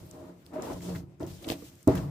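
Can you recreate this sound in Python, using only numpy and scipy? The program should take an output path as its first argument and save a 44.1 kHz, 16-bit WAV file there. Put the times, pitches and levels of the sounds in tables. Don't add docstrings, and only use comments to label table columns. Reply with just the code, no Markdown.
import sys
import numpy as np
from scipy import signal
from scipy.io import wavfile

SR = 44100
rng = np.random.default_rng(int(sys.argv[2]) if len(sys.argv) > 2 else 0)


def output_pcm(signal):
    pcm = np.clip(np.atleast_2d(signal).T, -1, 1) * 32767
    wavfile.write(sys.argv[1], SR, np.round(pcm).astype(np.int16))


def elevation(decibels):
    levels = np.asarray(decibels, float)
    return 10 ** (levels / 20)


N = 92918
SLAP_S = 1.878


def rms_one(x):
    return x / np.sqrt(np.mean(x ** 2) + 1e-20)


def in_time(rows):
    s, db = np.transpose(rows)
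    return elevation(np.interp(np.arange(N) / SR, s, db))


def at_hz(points, hz):
    point_hz, value = np.transpose(points)
    return np.interp(np.log(hz), np.log(point_hz), value)


def drift(rate):
    r = np.exp(-80 * np.pi * rate / SR)
    slow = signal.lfilter([1], [1, -2 * r, r * r], rng.standard_normal(N // 40 + 2002))
    slow = slow[2000:]
    return np.interp(np.arange(N) / 40, np.arange(len(slow)), rms_one(slow))


def half_sine(t, start, length):
    return np.sin(np.pi * np.clip((t - start) / length, 0, 1))


def highpass(x, order, hz):
    return signal.sosfilt(signal.butter(order, hz, "high", fs=SR, output="sos"), x)


def ring(clicks, hz, t60):
    r, w = elevation(-60 / (t60 * SR)), 2 * np.pi * hz / SR
    return signal.lfilter([0, np.sin(w)], [1, -2 * r * np.cos(w), r * r], clicks + 1e-18)


def swell_gain(hz, cycles):
    return 2 * np.log(1000) * hz / cycles / SR


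def grains(rate, spread_db):
    size = elevation(spread_db * np.minimum(rng.exponential(1, N), 4)) * rng.choice([-1, 1], N)
    return size * (rng.random(N) < rate / SR)


# (frequency [Hz], left-right likeness [0-1])
LIKENESS = [(60, 0.9), (200, 0.97), (400, 0.77), (750, 0), (1400, 0.0), (15000, 0.016)]
# (frequency [Hz], level [dB])
LEAN = [(500, 0.0), (1300, 2.7), (4000, 0.36)]


def spread(mid, side, hz):
    alike = np.clip(at_hz(LIKENESS, hz), -1, 1)
    left_right = np.array([[1], [-1]])
    image = np.sqrt(1 + alike) * mid + np.sqrt(1 - alike) * side * left_right
    return image * elevation(at_hz(LEAN, hz) * left_right - 3)


def banded(source, spectrum, low_hz, top_hz, patchy_db):
    out, together = 0, drift(8.0)
    edges = 30 * 2 ** np.arange(0, 9.4, .5)
    for k, (low, high) in enumerate(zip(edges, edges[1:])):
        if low_hz <= high and low <= top_hz:
            band = signal.butter(2, [low, high], "band", fs=SR, output="sos")
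            mid, side = signal.sosfilt(band, source[k % 2])
            hz = np.sqrt(low * high)
            level_db = at_hz(spectrum, hz) + patchy_db * (together + drift(9.2))
            out = out + elevation(level_db) * spread(mid, side, hz)
    return rms_one(out)


# (frequency [Hz], level [dB])
HUM = [(30, -10), (124, -2), (336, -5.5), (450, -22), (1400, -19), (4000, -26.5), (16000, -30)]


def kitchen():
    hum = banded(rng.standard_normal((2, 2, N)), HUM, low_hz=30, top_hz=17000, patchy_db=2.5)
    return elevation(-63.5) * hum + elevation(-90) * rng.standard_normal((2, N))


def room(x):
    room_t60_s, wall_cut_hz = 0.16, 9000
    out, dull = np.zeros((2, N)), np.exp(-2 * np.pi * wall_cut_hz / SR)
    lags = (rng.uniform(0.0069, 0.036, 12) * SR).astype(int)
    for k, lag in enumerate(lags):
        loop, gain, state = x.copy(), elevation(-60 * lag / SR / room_t60_s), [0.]
        for i in range(lag, N, lag):
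            back, state = signal.lfilter([gain * (1 - dull)], [1, -dull], loop[i - lag:i], zi=state)
            loop[i:i + lag] += back[:N - i]
        out[k % 2] += (loop - x) * (-1) ** (k // 2)
    return out


# (time [s], level [dB])
SQUEAKS = [
    (0.052, -63),
    (0.158, -77),
]


def squeaks():
    t = np.arange(N) / SR
    swell = sum(elevation(db) * half_sine(t, s, 0.021) for s, db in SQUEAKS)
    return swell * np.sin(2 * np.pi * 14000 * t)


# (start [s], end [s], level [dB], fade [s])
RUSTLE = [(0, 0.124, -62, 0.15), (0.132, 0.288, -68, 0.029), (0.454, 0.466, -66, 0.07),
          (0.532, 0.62, -60.5, .02), (0.623, 0.74, -52, 0.013), (0.747, 0.814, -58.5, 0.01),
          (0.816, 0.94, -52, 0.013), (0.89, 0.994, -55.5, 0.025), (1.202, 1.246, -59, 0.024),
          (1.269, 1.306, -52, 0.045), (1.333, 1.437, -58.5, 0.022), (1.422, 1.486, -51.5, 0.026),
          (1.479, 1.524, -42, 0.019), (1.552, 1.643, -56, 0.043), (1.641, 1.685, -54.5, 0.025),
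          (1.715, 1.835, -63.5, 0.027), (1.872, 1.934, -53.5, 0.12), (1.95, 1.982, -50, 0.039)]
# (frequency [Hz], level [dB per Hz])
SHEET = [(1000, -11), (2200, -3.5), (3500, 0.0), (8000, -1), (15000, -6)]


def sheet():
    attack_s, crinkles_per_s, crinkle_db = 0.0034, 1000, -11.5
    t, power = np.arange(N) / SR, 0
    for s, end, db, fade in RUSTLE:
        attack = np.clip((t - s) / attack_s + (s == 0), 0, 1)
        power = power + elevation(2 * db) * attack * np.exp(-2 * np.maximum(t - end, 0) / fade)
    smooth = rng.standard_normal((2, 2, N))
    crinkle = [rms_one(grains(crinkles_per_s * elevation(12.0 * drift(9.7)), 2.8)) for _ in range(4)]
    plastic = smooth + elevation(crinkle_db) * np.reshape(crinkle, (2, 2, N))
    return np.sqrt(power) * banded(plastic, SHEET, low_hz=1200, top_hz=17000, patchy_db=1.38)


# (time [s], peak level [dB], pitch [Hz], length [s], broad
# crack level [dB])
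MORE_SNAPS = [(0.822, -64, 5000, 0.0024, 9), (0.957, -45, 3500, .012, -13), (1.004, -55, 6000, 0.0036, 11),
              (1.209, -58, 2500, .004, 16), (1.352, -58, 5340, .004, 3), (1.513, -33, 3500, .004, 0),
              (1.524, -38.5, 2960, 0.028, -8), (1.665, -52, 4500, .012, 17), (1.753, -47.5, 8200, 0.0044, -13),
              (1.962, -37.5, 1340, .025, -14), (1.975, -38, 3500, 0.013, -6), (1.983, -43, 1280, .02, -17)]
# (time [s], peak level [dB], pitch [Hz], length [s], broad crack level [dB])
SNAPS = [(0.1106, -40, 7900, 0.0046, -7), (0.45, -56, 5040, 0.001, -13), (0.4635, -44, 4050, 0.0026, 1.5),
         (0.6214, -33.5, 6860, 0.004, -10), (0.731, -46, 5500, 0.0071, -24), (0.8066, -43, 2000, 0.0034, 0),
         (0.947, -35.5, 1740, 0.028, -2.5), (1.197, -53, 7300, 0.0038, -4), (1.229, -45, 4200, 0.0061, -9),
         (1.265, -40, 7150, 0.0046, 5), (1.28, -47, 4520, 0.005, 8), (1.442, -37.5, 3420, 0.012, -9),
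         (1.468, -42.5, 7450, 0.002, -13), (1.487, -28, 4100, .005, -2), (1.5008, -23, 2900, .003, -9),
         (1.5192, -27, 3600, .003, 3), (1.8287, -43, 8400, 0.0025, -23), (1.8748, -27.5, 8500, 0.0059, 5.5),
         (1.9522, -29, 1500, 0.0089, 0.5)]


def snaps(table):
    out, t = np.zeros((2, N + 4096)), np.arange(4096) / SR
    for s, db, hz, length, broad_db in table:
        noise = rng.standard_normal((2, 4096))
        noise = noise + 0.26 * noise[::-1]
        burst = noise * np.abs(noise) * np.sin(np.pi * np.minimum(t / length, 1) ** .5)
        broad = highpass(burst, 3, 0.74 * hz)
        snap = rms_one(ring(broad, hz, 3.5 / hz)) + elevation(broad_db) * rms_one(broad)
        peak = np.abs(snap.mean(axis=0)).max()
        i = int(s * SR)
        out[:, i:i + 4096] += elevation(db) * snap / peak * elevation([[.8], [-.8]])
    return out[:, :N]


# (start [s], end [s], frequency [Hz], rms level [dB])
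JUDDERS = [
    (0.087, 0.34, 619, -54.5),
    (0.549, 0.604, 624, -38),
    (0.702, 0.876, 174.6, -41.5),
    (0.86, 1.013, 175.5, -38),
    (1.939, 2, 180.2, -33.5),
]


def judders():
    t, out = np.arange(N) / SR, 0
    for s, end, hz, db in JUDDERS:
        phase = 2 * np.pi * np.cumsum(hz + 5.99 * drift(26.9)) / SR
        level = elevation(db + 3.5 + 1.6 * drift(13.0)) * half_sine(t, s, end - s) ** .5
        hum = level * np.sin(phase)
        out = out + spread(hum, hum * 0, hz)
    return out


def pat(s, db, hz, t60, lean):
    cycles = 4.2
    click = np.zeros(N)
    click[int(s * SR)] = -elevation(db) * swell_gain(hz, cycles)
    x = ring(ring(click, hz, cycles / hz), hz, t60)
    return spread(x, lean * 0.32 * x, hz)


# (time [s], peak level [dB], frequency [Hz], t60 [s])
PATS = [(0.519, -37.5, 313, 0.064), (0.522, -43, 605, 0.06), (0.536, -37, 325, .06),
        (0.561, -29, 612, 0.074), (0.588, -28, 358, .06), (0.636, -38, 345, 0.052), (0.64, -40, 680, .06),
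        (0.66, -41, 1160, .08), (0.675, -39, 907, 0.11), (0.7, -33, 1030, 0.056),
        (0.704, -24.5, 354, 0.028), (0.72, -33.5, 652, 0.043), (0.76, -47.5, 1022, 0.074),
        (0.89, -33.5, 580, 0.035), (1.2046, -30, 296, 0.069), (1.2235, -29.5, 644, 0.071),
        (1.2353, -24, 329, 0.04), (1.5185, -21.5, 724, 0.019), (1.55, -36.5, 290, 0.093),
        (1.586, -38.5, 293, 0.092), (1.621, -50, 1160, 0.033), (1.638, -40.5, 303, 0.068),
        (1.93, -21.5, 283, 0.051), (1.943, -23.5, 177, 0.079), (1.958, -28, 66, 0.11),
        (1.966, -21, 139, 0.059), (1.984, -24, 182.7, 0.12), (2.012, -25.5, 148.6, 0.11),
        (2.05, -33, 140, 0.18)]
# (time [s], level [dB], column of SLAP_MODES)
SLAP = [
    (1.873, -13, 1),
    (1.8808, -13.5, 2),
]
# (frequency [Hz], first landing [dB], second landing [dB], t60 [s])
SLAP_MODES = [(70, -22, -20, 0.086), (102, -18, -7, 0.064), (121.5, -5.5, -7, .09), (266, -6, -14, 0.12),
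              (296.4, -0.5, -27, 0.12), (345, -6, -2.5, 0.093), (384, -13.5, 2.5, 0.07),
              (476, -6.5, -4, 0.12), (554, -10.5, -12.5, 0.087), (638, -13, -3.5, 0.085),
              (681, -10, -6.5, 0.078), (768, -30, -17, 0.092), (846, -14, -14, 0.077),
              (1095, -26, -20.5, 0.05)]


def pats():
    blows = list(PATS)
    for s, db, column in SLAP:
        for mode in SLAP_MODES:
            blows.append((s, db + mode[column], mode[0], mode[3]))
    return sum(pat(*blow, lean=(-1) ** k) for k, blow in enumerate(blows))


# (time [s], level [dB], hardness [Hz]: the push lasts one period)
THUMPS = [(0.011, -26, 118), (0.705, -31.5, 510), (0.738, -20.5, 107), (0.915, -24.5, 212),
          (1.2025, -35, 800), (1.224, -32.5, 800), (1.471, -29, 372), (1.4995, -22, 500),
          (1.5182, -28.5, 890), (1.623, -37.5, 472), (1.8731, -19, 800), (1.892, -29, 600),
          (1.971, -25, 154)]


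def thumps():
    t, blows = np.arange(N) / SR, np.zeros((len(THUMPS), N))
    for row, (s, db, hz) in zip(blows, THUMPS):
        push = half_sine(t, s, 1 / hz) ** 2
        row -= elevation(db - 9) * push / push.sum()
    return blows


# (time [s], level [dB])
DRAG = [(0, -51.5), (.09, -61), (.15, -46), (.30, -49), (.42, -65), (.505, -57.5), (.54, -38.5),
        (.72, -35.5), (.79, -50.5), (.90, -38), (.98, -46.5), (1.05, -59.5), (1.196, -66), (1.204, -37.5),
        (1.38, -60), (1.50, -34), (1.58, -53.5), (1.86, -70.5)]
# (time [s], level [dB])
PRESS = [(0, -45), (.16, -50), (.40, -56), (.70, -45.5), (.74, -34.5), (.79, -42), (.86, -42), (.95, -34.5),
         (1.02, -44), (1.18, -56), (1.22, -38), (1.32, -42), (1.40, -51), (1.51, -45.5), (1.60, -52.5),
         (1.86, -57)]


def hands():
    t = np.arange(N) / SR
    before = t < SLAP_S
    settle_drag = elevation(-27.5 - 60 * (t - SLAP_S) / 0.61) * ~before
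    settle_press = elevation(-25.5 - 60 * (t - SLAP_S) / 0.98) * ~before
    return in_time(DRAG) * before, in_time(PRESS) * before, settle_drag, settle_press


# (frequency [Hz], level [dB per Hz])
SKIN = [(700, 3.5), (1100, -8), (3000, -28.5)]


def scrape(slips, drag, settle_drag):
    skin = banded(slips.reshape(2, 2, N), SKIN, low_hz=800, top_hz=3000, patchy_db=1)
    return elevation(-10) * (drag + elevation(2.5) * settle_drag) * skin


# (frequency [Hz], struck [dB], dragged [dB], pressed [dB], t60 [s])
COUNTER = [(66, -24, -16, -12, 0.18), (91.5, -25, -27, -2, 0.12), (119.5, -5.5, -31, -2, 0.14),
           (142.1, -6, -35, -4.5, 0.63), (175.8, -21.5, -28, 0.5, 0.59), (283.2, -19, 0, -8, 0.13),
           (298.7, -0.5, -2.5, -19, 0.081), (341.4, 9.5, 1, -5.5, 0.092), (400, 1, -4.5, -44, 0.036),
           (458, 10.5, -4, -33, 0.072), (547.7, -14, -3, -61, 0.052), (629, -9, -2.5, -78, 0.095),
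           (742, -37, -10.5, -57, 0.061), (880, -40, -36.5, -43, 0.13)]


def counter():
    slips_per_s, lurches_per_s, slip_spread_db = 2000, 250, 2.5
    swell_cycles, dough_damping = 2.96, 0.48
    drag, press, settle_drag, settle_press = hands()
    slips = np.array([grains(slips_per_s, slip_spread_db) for _ in range(4)])
    lurches = np.array([grains(lurches_per_s, slip_spread_db) for _ in range(4)])
    slips = highpass(slips, 2, 220)
    blows = thumps()
    luck = elevation(rng.normal(0, 2.96, (len(THUMPS), len(COUNTER))))
    out = np.zeros((2, N))
    for k, (hz, struck_db, dragged_db, pressed_db, t60) in enumerate(COUNTER):
        pair = slice(k % 2 * 2, k % 2 * 2 + 2)
        scale = np.sqrt(4 * np.log(1000) / t60 / SR) * elevation(-7.5)
        dragged = elevation(dragged_db) * (drag + settle_drag) * rms_one(slips[pair])
        pressed = elevation(pressed_db) * (press + settle_press) * rms_one(lurches[pair])
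        murmur = ring(scale * (dragged + pressed), hz, t60)
        swell = ring(luck[:, k] @ blows, hz, swell_cycles / hz) * swell_gain(hz, swell_cycles)
        hit = ring(elevation(struck_db) * swell, hz, dough_damping * t60)
        mid, side = murmur + hit * [[1], [(-1) ** k]]
        out += spread(mid, side, hz)
    return out + scrape(slips, drag, settle_drag)


def scene():
    crack = snaps(SNAPS)
    background = kitchen() + elevation(-16) * room(crack[0])
    plastic = squeaks() + sheet() + snaps(MORE_SNAPS) + crack
    return background + plastic + judders() + pats() + counter()


def low_pass(x):
    return signal.sosfilt(signal.butter(12, 16410, fs=SR, output="sos"), x)


def record(dry):
    dip_hz, dip_width_hz, dip_share = 9830, 1540, 0.62
    x = highpass(dry, 3, 56)
    peak = signal.iirpeak(dip_hz, dip_hz / dip_width_hz, fs=SR)
    x = x - dip_share * signal.lfilter(*peak, x)
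    x = signal.sosfilt(signal.cheby2(16, 60, 16000, fs=SR, output="sos"), x)
    return low_pass(x)


dry = scene()
out = record(dry)
output_pcm(out)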